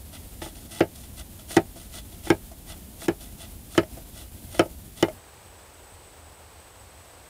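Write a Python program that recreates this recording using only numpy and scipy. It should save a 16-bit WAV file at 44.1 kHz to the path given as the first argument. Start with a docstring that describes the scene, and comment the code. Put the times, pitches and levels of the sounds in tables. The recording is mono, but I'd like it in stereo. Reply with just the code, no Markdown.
"""Outdoors, close by: a machete shaves strips off a bamboo tube. Stroke: the edge scrapes (filtered random
ticks), then bites; decaying tube modes give the hollow knock, bursts of breaking fibres the crack. Lighter
touches, brushes of the settling shaving and drawn-back slides fall between. Around the last stroke the near air
fades into the wider forest: a soft far rush (coloured noise) and thin insects (a narrow, fluttering noise
band)."""
import sys
import numpy as np
from scipy import signal
from scipy.fft import rfft, irfft, next_fast_len
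from scipy.io import wavfile
from scipy.ndimage import uniform_filter1d

SR = 44100
rng = np.random.default_rng(int(sys.argv[2]) if len(sys.argv) > 2 else 0)


def digitize_waveform(pressure):
    """Quantize a signal to 16-bit integers and store it at the path in sys.argv[1].

    Rows of a 2-D input are taken as channels; values are limited to [-1, 1].
    """
    field = np.atleast_2d(pressure).T
    bounded = np.clip(field, -1, 1)
    quanta = np.round(bounded * 32767).astype(np.int16)
    wavfile.write(sys.argv[1], SR, quanta)


N = 321475
TIME_S = np.arange(N) / SR
RING_S = np.arange(round(.25 * SR)) / SR

# Cutting strokes, levels relative; favoured_hz: tube mode the blow favours; strip_hz: lifted strip;
# grip_t60_s: extra damping
# [start_s, thud_db, knock_db, clack_db, crack_db, favoured_hz, strip_hz, grip_t60_s]
STROKES = [(.806, -15, -13.5, -23.5, -51, 520, 2900, 0.94),
           (1.567, -11.5, -13, -20, -40.5, 760, 2170, 0.79),
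           (2.3023, -12.5, -14, -21.5, -41.5, 820, 1630, 0.97),
           (3.0828, -17.5, -22, -27, -47.5, 526, 1150, 1.1),
           (3.7779, -13.5, -19.5, -20.5, -44, 580, 1360, 0.81),
           (4.594, -15, -15, -19, -41, 685, 3040, 0.78), (5.026, -14.3, -14.5, -22, -42.5, 590, 1280, 0.51)]
# Light touches of blade and tube, levels relative [start_s, knock_db, clack_db, favoured_hz, grip_t60_s]
TAPS = [(.418, -30.5, -32, 860, 0.33), (.461, -32.5, -40.5, 834, 0.4), (1.507, -40, -36, 674, 0.45),
        (1.759, -44, -54.5, 665, 1), (2.27, -30, -34.5, 860, .5), (2.516, -47.5, -51, 680, 1),
        (3.019, -41.5, -37, 700, .5), (3.75, -41, -38, 660, 0.69), (3.832, -34, -35.5, 610, 0.058),
        (3.971, -40, -49, 660, .5), (4.545, -37, -41, 647, 0.56), (4.657, -31.5, -55, 585, 0.12),
        (5.084, -32.5, -38.5, 620, 0.23)]
# Bending and air modes of the held tube, nominal [pitch_hz, relative_db, t60_s, left_minus_right_db]
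TUBE_MODES = [(100, -23.5, 0.22, 1), (166, -21, 0.13, 1), (216, -24, 0.14, 3), (261, -9.5, 0.026, -0.5),
              (341, -3, 0.065, 5), (383, -6.5, 0.056, 6.5), (407, -12, 0.068, -8.5),
              (492, -11, 0.028, -5.5), (542, -9.5, 0.052, -0.5), (633, -11.5, 0.058, 4),
              (674.5, -14, 0.12, -2), (791, -19, 0.12, -6), (881.7, -17.5, 0.13, 3)]
# Tube wall modes, nominal [pitch_hz, relative_db, t60_s, left_minus_right_db]
WALL_MODES = [(1005, -8.5, 0.087, 7), (1137, 1.5, 0.025, -1.5), (1255, 2.5, 0.07, 4.5),
              (1293, -1.5, 0.04, 16.5), (1430, -1.5, 0.032, 9), (1515, -12, 0.02, 2.5),
              (1635, 0, 0.053, 9.5), (1736, 6.5, 0.063, 2.5), (1951, -3.5, 0.072, 15.5),
              (2125, -6.5, 0.089, -10), (2270, -6, 0.081, 0), (2404, -11.5, 0.1, -3),
              (2620, -12, 0.056, 13), (2894, -20.5, 0.086, -17), (3025, -4.5, 0.034, 11),
              (3590, -10, 0.057, -3)]
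# Spectrum of the splitting fibres' splinters [frequency_hz, relative_db]
SPLINTER_SPECTRUM = [(250, -19), (480, 9.5), (680, 14.5), (1000, -1.5), (1350, 8.5), (1900, -1),
                     (2550, -1.5), (3050, -2.5), (3400, -10), (4200, -9), (5500, -12.5), (8000, -59)]
# Spectrum of the fibre crack in the air [frequency_hz, relative_db]
CRACK_SPECTRUM = [(800, 2), (2000, -10), (3600, -19), (5200, 4.5), (6200, 0.5), (7200, 7.5), (8000, -4.5),
                  (9200, 4), (11000, -10.5), (15500, -7)]
# Edge pushed along the wood up to the bite [start_s, length_s, pressure_db, hiss_db]
PUSHES = [(0.691, 0.12, -39.5, -42), (1.476, 0.11, -36.5, -36.5), (2.218, 0.098, -39.5, -42),
          (2.982, 0.091, -41, -40), (3.692, 0.11, -42.5, -43.5), (4.496, 0.11, -41, -43.5),
          (4.95, 0.078, -42, -45)]
# Blade drawn back up the tube between strokes [middle_s, length_s, pressure_db, hiss_db]
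DRAWS = [(0.146, 0.082, -42, -46), (1.192, 0.085, -41.5, -40), (1.961, 0.13, -41.5, -40),
         (2.705, 0.11, -42, -43.5), (3.418, 0.12, -43, -44.5), (4.188, 0.17, -46, -46)]
# The cut shaving settles against the wood: quick slides that fade [start_s, length_s, pressure_db, hiss_db]
BRUSHES = [(0.413, 0.11, -38, -38.5), (0.543, 0.2, -52.5, -47.5), (0.945, 0.15, -52, -45),
           (1.03, 0.055, -49, -51), (1.386, .055, -46.5, -46), (1.756, 0.16, -49.5, -46),
           (2.113, 0.069, -50, -49), (3.197, .12, -49, -44)]
# Resonances of blade and tube under a sliding edge, nominal [pitch_hz, width_hz, relative_db]
BLADE_MODES = [(332, 22, 7.5), (670, 61, 10.5), (834, 96, 2), (1306, 260, 1), (1510, 140, -7),
               (1980, 90, 4), (2890, 980, -4), (3420, 82, 2.5), (4000, 760, -8.5), (5100, 900, -37)]
# Spectrum of the sliding edge's hiss [frequency_hz, relative_db]
EDGE_HISS = [(2500, -12), (4500, 6.5), (6200, 2.5), (7400, 7.5), (8000, 5.5), (10000, 8.5), (11500, 2),
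             (15500, -3.5)]
# Lag of the work on the right side [frequency_hz, lag_s]
RIGHT_LAG = [(100, 0.00039), (350, 0.00059), (600, 0.00057), (1000, 0.0004), (1500, 0.0003366)]
# Tone of the scatter from ground and rock face [frequency_hz, relative_db]
SCATTER_TONE = [(100, -3), (340, -2.5), (600, 5.5), (1400, -5.0), (3000, -6.5), (8000, -9)]
# Side balance of work and near air [frequency_hz, left_minus_right_db]
NEAR_PAN = [(200, 0.6), (6000, -0.5), (8000, 0.5), (10000, -2), (13000, -5), (15500, 1)]
# Noise density of the near air [frequency_hz, density_db_per_hz]
NEAR_AIR = [(20, -81), (45, -62.5), (80, -64), (130, -74.5), (230, -72.5), (330, -79), (450, -84),
            (700, -82), (1100, -88.5), (2300, -91), (3300, -89.5), (5700, -93), (9500, -87), (15500, -89)]
# Noise density of the forest [frequency_hz, density_db_per_hz]
FOREST = [(20, -98), (45, -76), (80, -69), (130, -83.5), (210, -88), (330, -84), (500, -80), (800, -78.5),
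          (1400, -83), (2300, -87.5), (6000, -94.5), (9000, -92.5), (11000, -97), (15500, -96.5)]
# Likeness of the two sides of the air noise [frequency_hz, correlation -1..1]
SAME = [(60, 0.93), (130, 1), (290, 0.83), (640, -0.17), (1410, -0.52), (3100, -0.19), (6800, -0.042),
        (15000, -0.1)]

TAP_THUD_DB = -3  # re knock: a touch hardly bends the tube
TAP_CRACK_DB, TAP_SPOT_HZ = -64, 2040  # few fibres broken (relative); resonance of the spot
PUSH_RISE_S, PUSH_STALL_S = 0.032, 0.015  # blade gathers speed, then stalls as it digs in
PUSH_BUILD_DB = 7.5  # pressure growth along a push
DRAW_LAG_S = .008  # hand bears down after the blade's fastest moment
BRUSH_RISE_S = 0.012  # takes hold quickly, then slows evenly
EDGE_RING_HZ = 9060
INSECT_HZ, INSECT_HALF_WIDTH_HZ, INSECT_DENSITY_DB_PER_HZ = 8090, 320, -83.5
WIDEN_START_S, WIDEN_END_S = 5.06, 5.2  # near air fades into the forest
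CUTOFF_HZ = 15650


def blows():
    """Every bite and light touch of the blade: impulsive excitation of the tube."""
    out = np.zeros((2, N))
    for row in STROKES:
        bite = blow(row, body_db=13.5, favour_db=5.5, wall_db=-9.5, splinter_db=-10.5,
                    split_s=0.0025, crack_t60_s=0.013, push_hz=2570)
        add(out, row[0], bite)
    for start_s, knock_db, clack_db, favoured_hz, grip_t60_s in TAPS:
        row = (start_s, knock_db + TAP_THUD_DB, knock_db, clack_db, TAP_CRACK_DB,
               favoured_hz, TAP_SPOT_HZ, grip_t60_s)
        touch = blow(row, body_db=9, favour_db=14.5, wall_db=-17, splinter_db=-16,
                     split_s=0.0039, crack_t60_s=0.078, push_hz=2200)
        add(out, start_s, touch)
    return out


def blow(row, body_db, favour_db, wall_db, splinter_db, split_s, crack_t60_s, push_hz):
    """The blade's push rings the tube; a burst of splitting fibres rings its wall and cracks in the air."""
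    _, thud_db, knock_db, clack_db, crack_db, favoured_hz, strip_hz, grip_t60_s = row

    # low modes take the thud level, upper ones the knock level
    mode_hz = np.transpose(TUBE_MODES)[0][:, None]
    upper = np.clip((mode_hz - 420) / 130, 0, 1)
    # the place of the blow decides which mode answers best
    place_db = favour_db * abs(resonance(mode_hz, favoured_hz, 77)) ** 2
    weight_db = thud_db + upper * (knock_db - thud_db) + place_db
    body = ring(TUBE_MODES, weight_db, .4 + 1.5 * upper)
    body = signal.sosfilt(signal.butter(2, push_hz, fs=SR, output="sos"), body)

    def strip(f):
        """Resonance of the strip being lifted, added to a flat response."""
        return 1 + amp(-1.5) * abs(resonance(f, strip_hz, 280)) ** 2

    fibres = snaps(len(RING_S), 9000, 0.58) * np.exp(-RING_S / split_s)
    wall = unit(colour(convolve(fibres, ring(WALL_MODES, 0, 0.92)), strip))

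    # the split runs on in ever smaller snaps
    split = np.array([snaps(len(RING_S), 8000, 1.85) for side in range(2)])
    splinters = colour(split * dying(0.084), lambda f: amp(read(SPLINTER_SPECTRUM, f)) * strip(f))
    crack_decay = dying(crack_t60_s) + amp(-16.0) * dying(0.057)
    crack = unit(colour(split * crack_decay, lambda f: amp(read(CRACK_SPECTRUM, f))))
    clack = amp(wall_db) * wall + amp(splinter_db) * unit(splinters)

    # hand and buried blade soak up the ringing
    return dying(grip_t60_s) * (amp(body_db) * body + amp(clack_db) * clack + amp(crack_db) * crack)


def ring(modes, weight_db, vary_db):
    """Decaying modes on both sides, signs alternating; the grip shifts each one's level, pitch and pan."""
    hz, db, t60_s, pan_db = np.transpose(modes)[:, :, None]
    size_db, tune, turn_db = rng.standard_normal((3, len(modes), 1)) * vary_db
    sign = -(-1) ** np.arange(len(modes))[:, None]
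    decay = amp(db + size_db + weight_db - 60 * RING_S / t60_s)
    waves = sign * decay * np.cos(2 * np.pi * hz * (1 + tune / 200) * RING_S)
    return np.array([(amp(side * (pan_db + turn_db) / 2) * waves).sum(0) for side in (1, -1)])


def snaps(n, per_s, spread_db):
    """Fibres breaking at random moments, a few of them large."""
    size = amp(spread_db * np.minimum(rng.exponential(1, n), 4))
    return size * rng.choice([-1, 1], n) * (rng.random(n) < per_s / SR)


def slides():
    """The edge catches on fine fibres: their ticks ring blade and tube, and hiss."""
    pressure, hiss = hand()
    chatter = amp(1.5 * unit(uniform_filter1d(rng.standard_normal(N), size=260)))
    shared = snaps(N, 2200, 1.66)
    ticks = chatter * np.array([shared + 0.76 * snaps(N, 3500, 2.3) for side in range(2)])

    def blade(f):
        """Sum of the blade and tube resonances, skirts steepened."""
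        return sum(amp(db) * resonance(f, hz, width_hz) * abs(resonance(f, hz, 4 * width_hz))
                   for hz, width_hz, db in BLADE_MODES)

    def thin_edge(f):
        """Hiss of the edge plus the faint singing of its thin steel."""
        return np.hypot(amp(read(EDGE_HISS, f)), amp(11.5) * abs(resonance(f, EDGE_RING_HZ, 98)))

    scrape = unit(colour(ticks, blade))
    edge = unit(colour(ticks, thin_edge))
    return pressure * scrape + hiss * edge


def hand():
    """Gains of edge pressure and hiss, following the speed of every push, draw and settling shaving."""
    out = np.zeros((2, N))
    for start_s, length_s, pressure_db, hiss_db in PUSHES:
        rise = (TIME_S - start_s) / PUSH_RISE_S
        stall = (start_s + length_s - TIME_S) / PUSH_STALL_S
        speed = np.clip(np.minimum(rise, stall), 0, 1)
        still_to_go = np.clip(1 - (TIME_S - start_s) / length_s, 0, 1)
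        out += [speed * amp(pressure_db - PUSH_BUILD_DB * still_to_go), speed * amp(hiss_db)]
    for middle_s, length_s, pressure_db, hiss_db in DRAWS:
        bearing = arch(middle_s + DRAW_LAG_S, length_s)
        out += [bearing * amp(pressure_db), arch(middle_s, length_s) * amp(hiss_db)]
    for start_s, length_s, pressure_db, hiss_db in BRUSHES:
        after_s = TIME_S - start_s
        speed = np.clip(np.minimum(after_s / BRUSH_RISE_S, 1 - after_s / length_s), 0, 1)
        out += [speed * amp(pressure_db), speed * amp(hiss_db)]
    return out


def arch(middle_s, length_s):
    """Squared-cosine rise and fall around a middle time."""
    return np.cos(np.pi * np.clip((TIME_S - middle_s) / length_s, -.5, .5)) ** 2


def surroundings(x, early_db, early_s, early_t60_s, late_db, late_t60_s):
    """The right side hears the work later; ground and rock face throw back a short, dull scatter."""
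    right = colour(x[1], lambda f: np.exp(-2j * np.pi * f * read(RIGHT_LAG, f)))
    x = np.array([x[0], right])
    shape = (2, len(RING_S))
    taps = rng.choice([-1., 1.], shape) * (rng.random(shape) < 3000 / SR)
    early = unit(taps * (RING_S > early_s) * dying(early_t60_s))
    late = unit(taps[::-1] * (RING_S > .03) * dying(late_t60_s))  # sides swapped
    scatter = (amp(early_db) * early + amp(late_db) * late) / np.sqrt(len(RING_S))
    return x + colour(convolve(x, scatter), lambda f: amp(read(SCATTER_TONE, f)))


def near_air():
    """Close air: coloured noise with a slight level waver."""
    return air(lambda f: read(NEAR_AIR, f), waver_db=1.0, waver_hz=14)


def forest():
    """Soft far rush: coloured noise with a slight level waver."""
    return air(lambda f: read(FOREST, f), waver_db=0.56, waver_hz=25)


def insects():
    """Thin trill: a narrow noise band whose level flutters at random."""
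    def density_db(f):
        offset = np.minimum(abs(f - INSECT_HZ) / INSECT_HALF_WIDTH_HZ, 4)
        return INSECT_DENSITY_DB_PER_HZ - 6 * offset ** 3
    return air(density_db, waver_db=1.5, waver_hz=60)


def air(density_db, waver_db, waver_hz):
    """Noise of a given density per Hz, sides alike in the bass, level wavering by waver_db rms."""
    a, b = rng.standard_normal((2, N)) * np.sqrt(SR / 2)
    same = lambda f: np.clip(read(SAME, f), -1, 1)
    right = colour(a, same) + colour(b, lambda f: np.sqrt(1 - same(f) ** 2))
    waver = unit(colour(rng.standard_normal(N), lambda f: np.exp(-f / waver_hz)))
    return colour(np.array([a, right]), lambda f: amp(density_db(f))) * amp(waver_db * waver)


def amp(db):
    """Decibels to gain."""
    return 10 ** (np.asarray(db) / 20)


def unit(x):
    """Scales to rms 1."""
    return x / np.sqrt(np.mean(x ** 2) + 1e-20)


def dying(t60_s):
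    """Exponential decay, 60 dB down after t60_s."""
    return np.exp(-np.log(1000) * RING_S / t60_s)


def read(points, hz):
    """Reads a table along a log-frequency axis."""
    f, value = np.transpose(points)
    return np.interp(np.log(hz + 1), np.log(f + 1), value)


def resonance(f, hz, width_hz):
    """Complex response of one resonance, gain 1 at its centre."""
    return 1 / (1 + 1j * (f ** 2 - hz ** 2) / (width_hz * f + 1e-9))


def colour(x, gain):
    """Filters by a gain given as a function of Hz."""
    n = x.shape[-1]
    size = next_fast_len(n + 2048)
    return irfft(rfft(x, size) * gain(np.fft.rfftfreq(size, 1 / SR)), size)[..., :n]


def convolve(x, response):
    """Convolves, keeping the length of x."""
    return signal.fftconvolve(np.atleast_2d(x), np.atleast_2d(response), axes=1)[:, :x.shape[-1]]


def add(mix, start_s, sound):
    """Mixes a stereo sound in at start_s."""
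    part = mix[:, round(start_s * SR):][:, :sound.shape[1]]
    part += sound[:, :part.shape[1]]


def scene():
    """The work in its near air, then the forest with insects."""
    work = surroundings(blows() + slides(), early_db=-12.5, early_s=.009, early_t60_s=0.085,
                        late_db=-27.0, late_t60_s=0.12)
    wide = np.clip((TIME_S - WIDEN_START_S) / (WIDEN_END_S - WIDEN_START_S), 0, 1)
    near = work + np.sqrt(1 - wide) * near_air()
    near = colour(near, lambda f: amp(np.outer([1, -1], read(NEAR_PAN, f)) / 2))
    return near + np.sqrt(wide) * (forest() + insects())


def record(dry):
    """Rounds off the loudest peaks, then limits the band."""
    rounded = dry / (1 + dry ** 8) ** (1 / 8)
    lowpass = signal.firwin(511, CUTOFF_HZ, window=("kaiser", 9), fs=SR)
    return signal.oaconvolve(rounded, lowpass[None], "same")


dry = scene()
out = record(dry)
digitize_waveform(out)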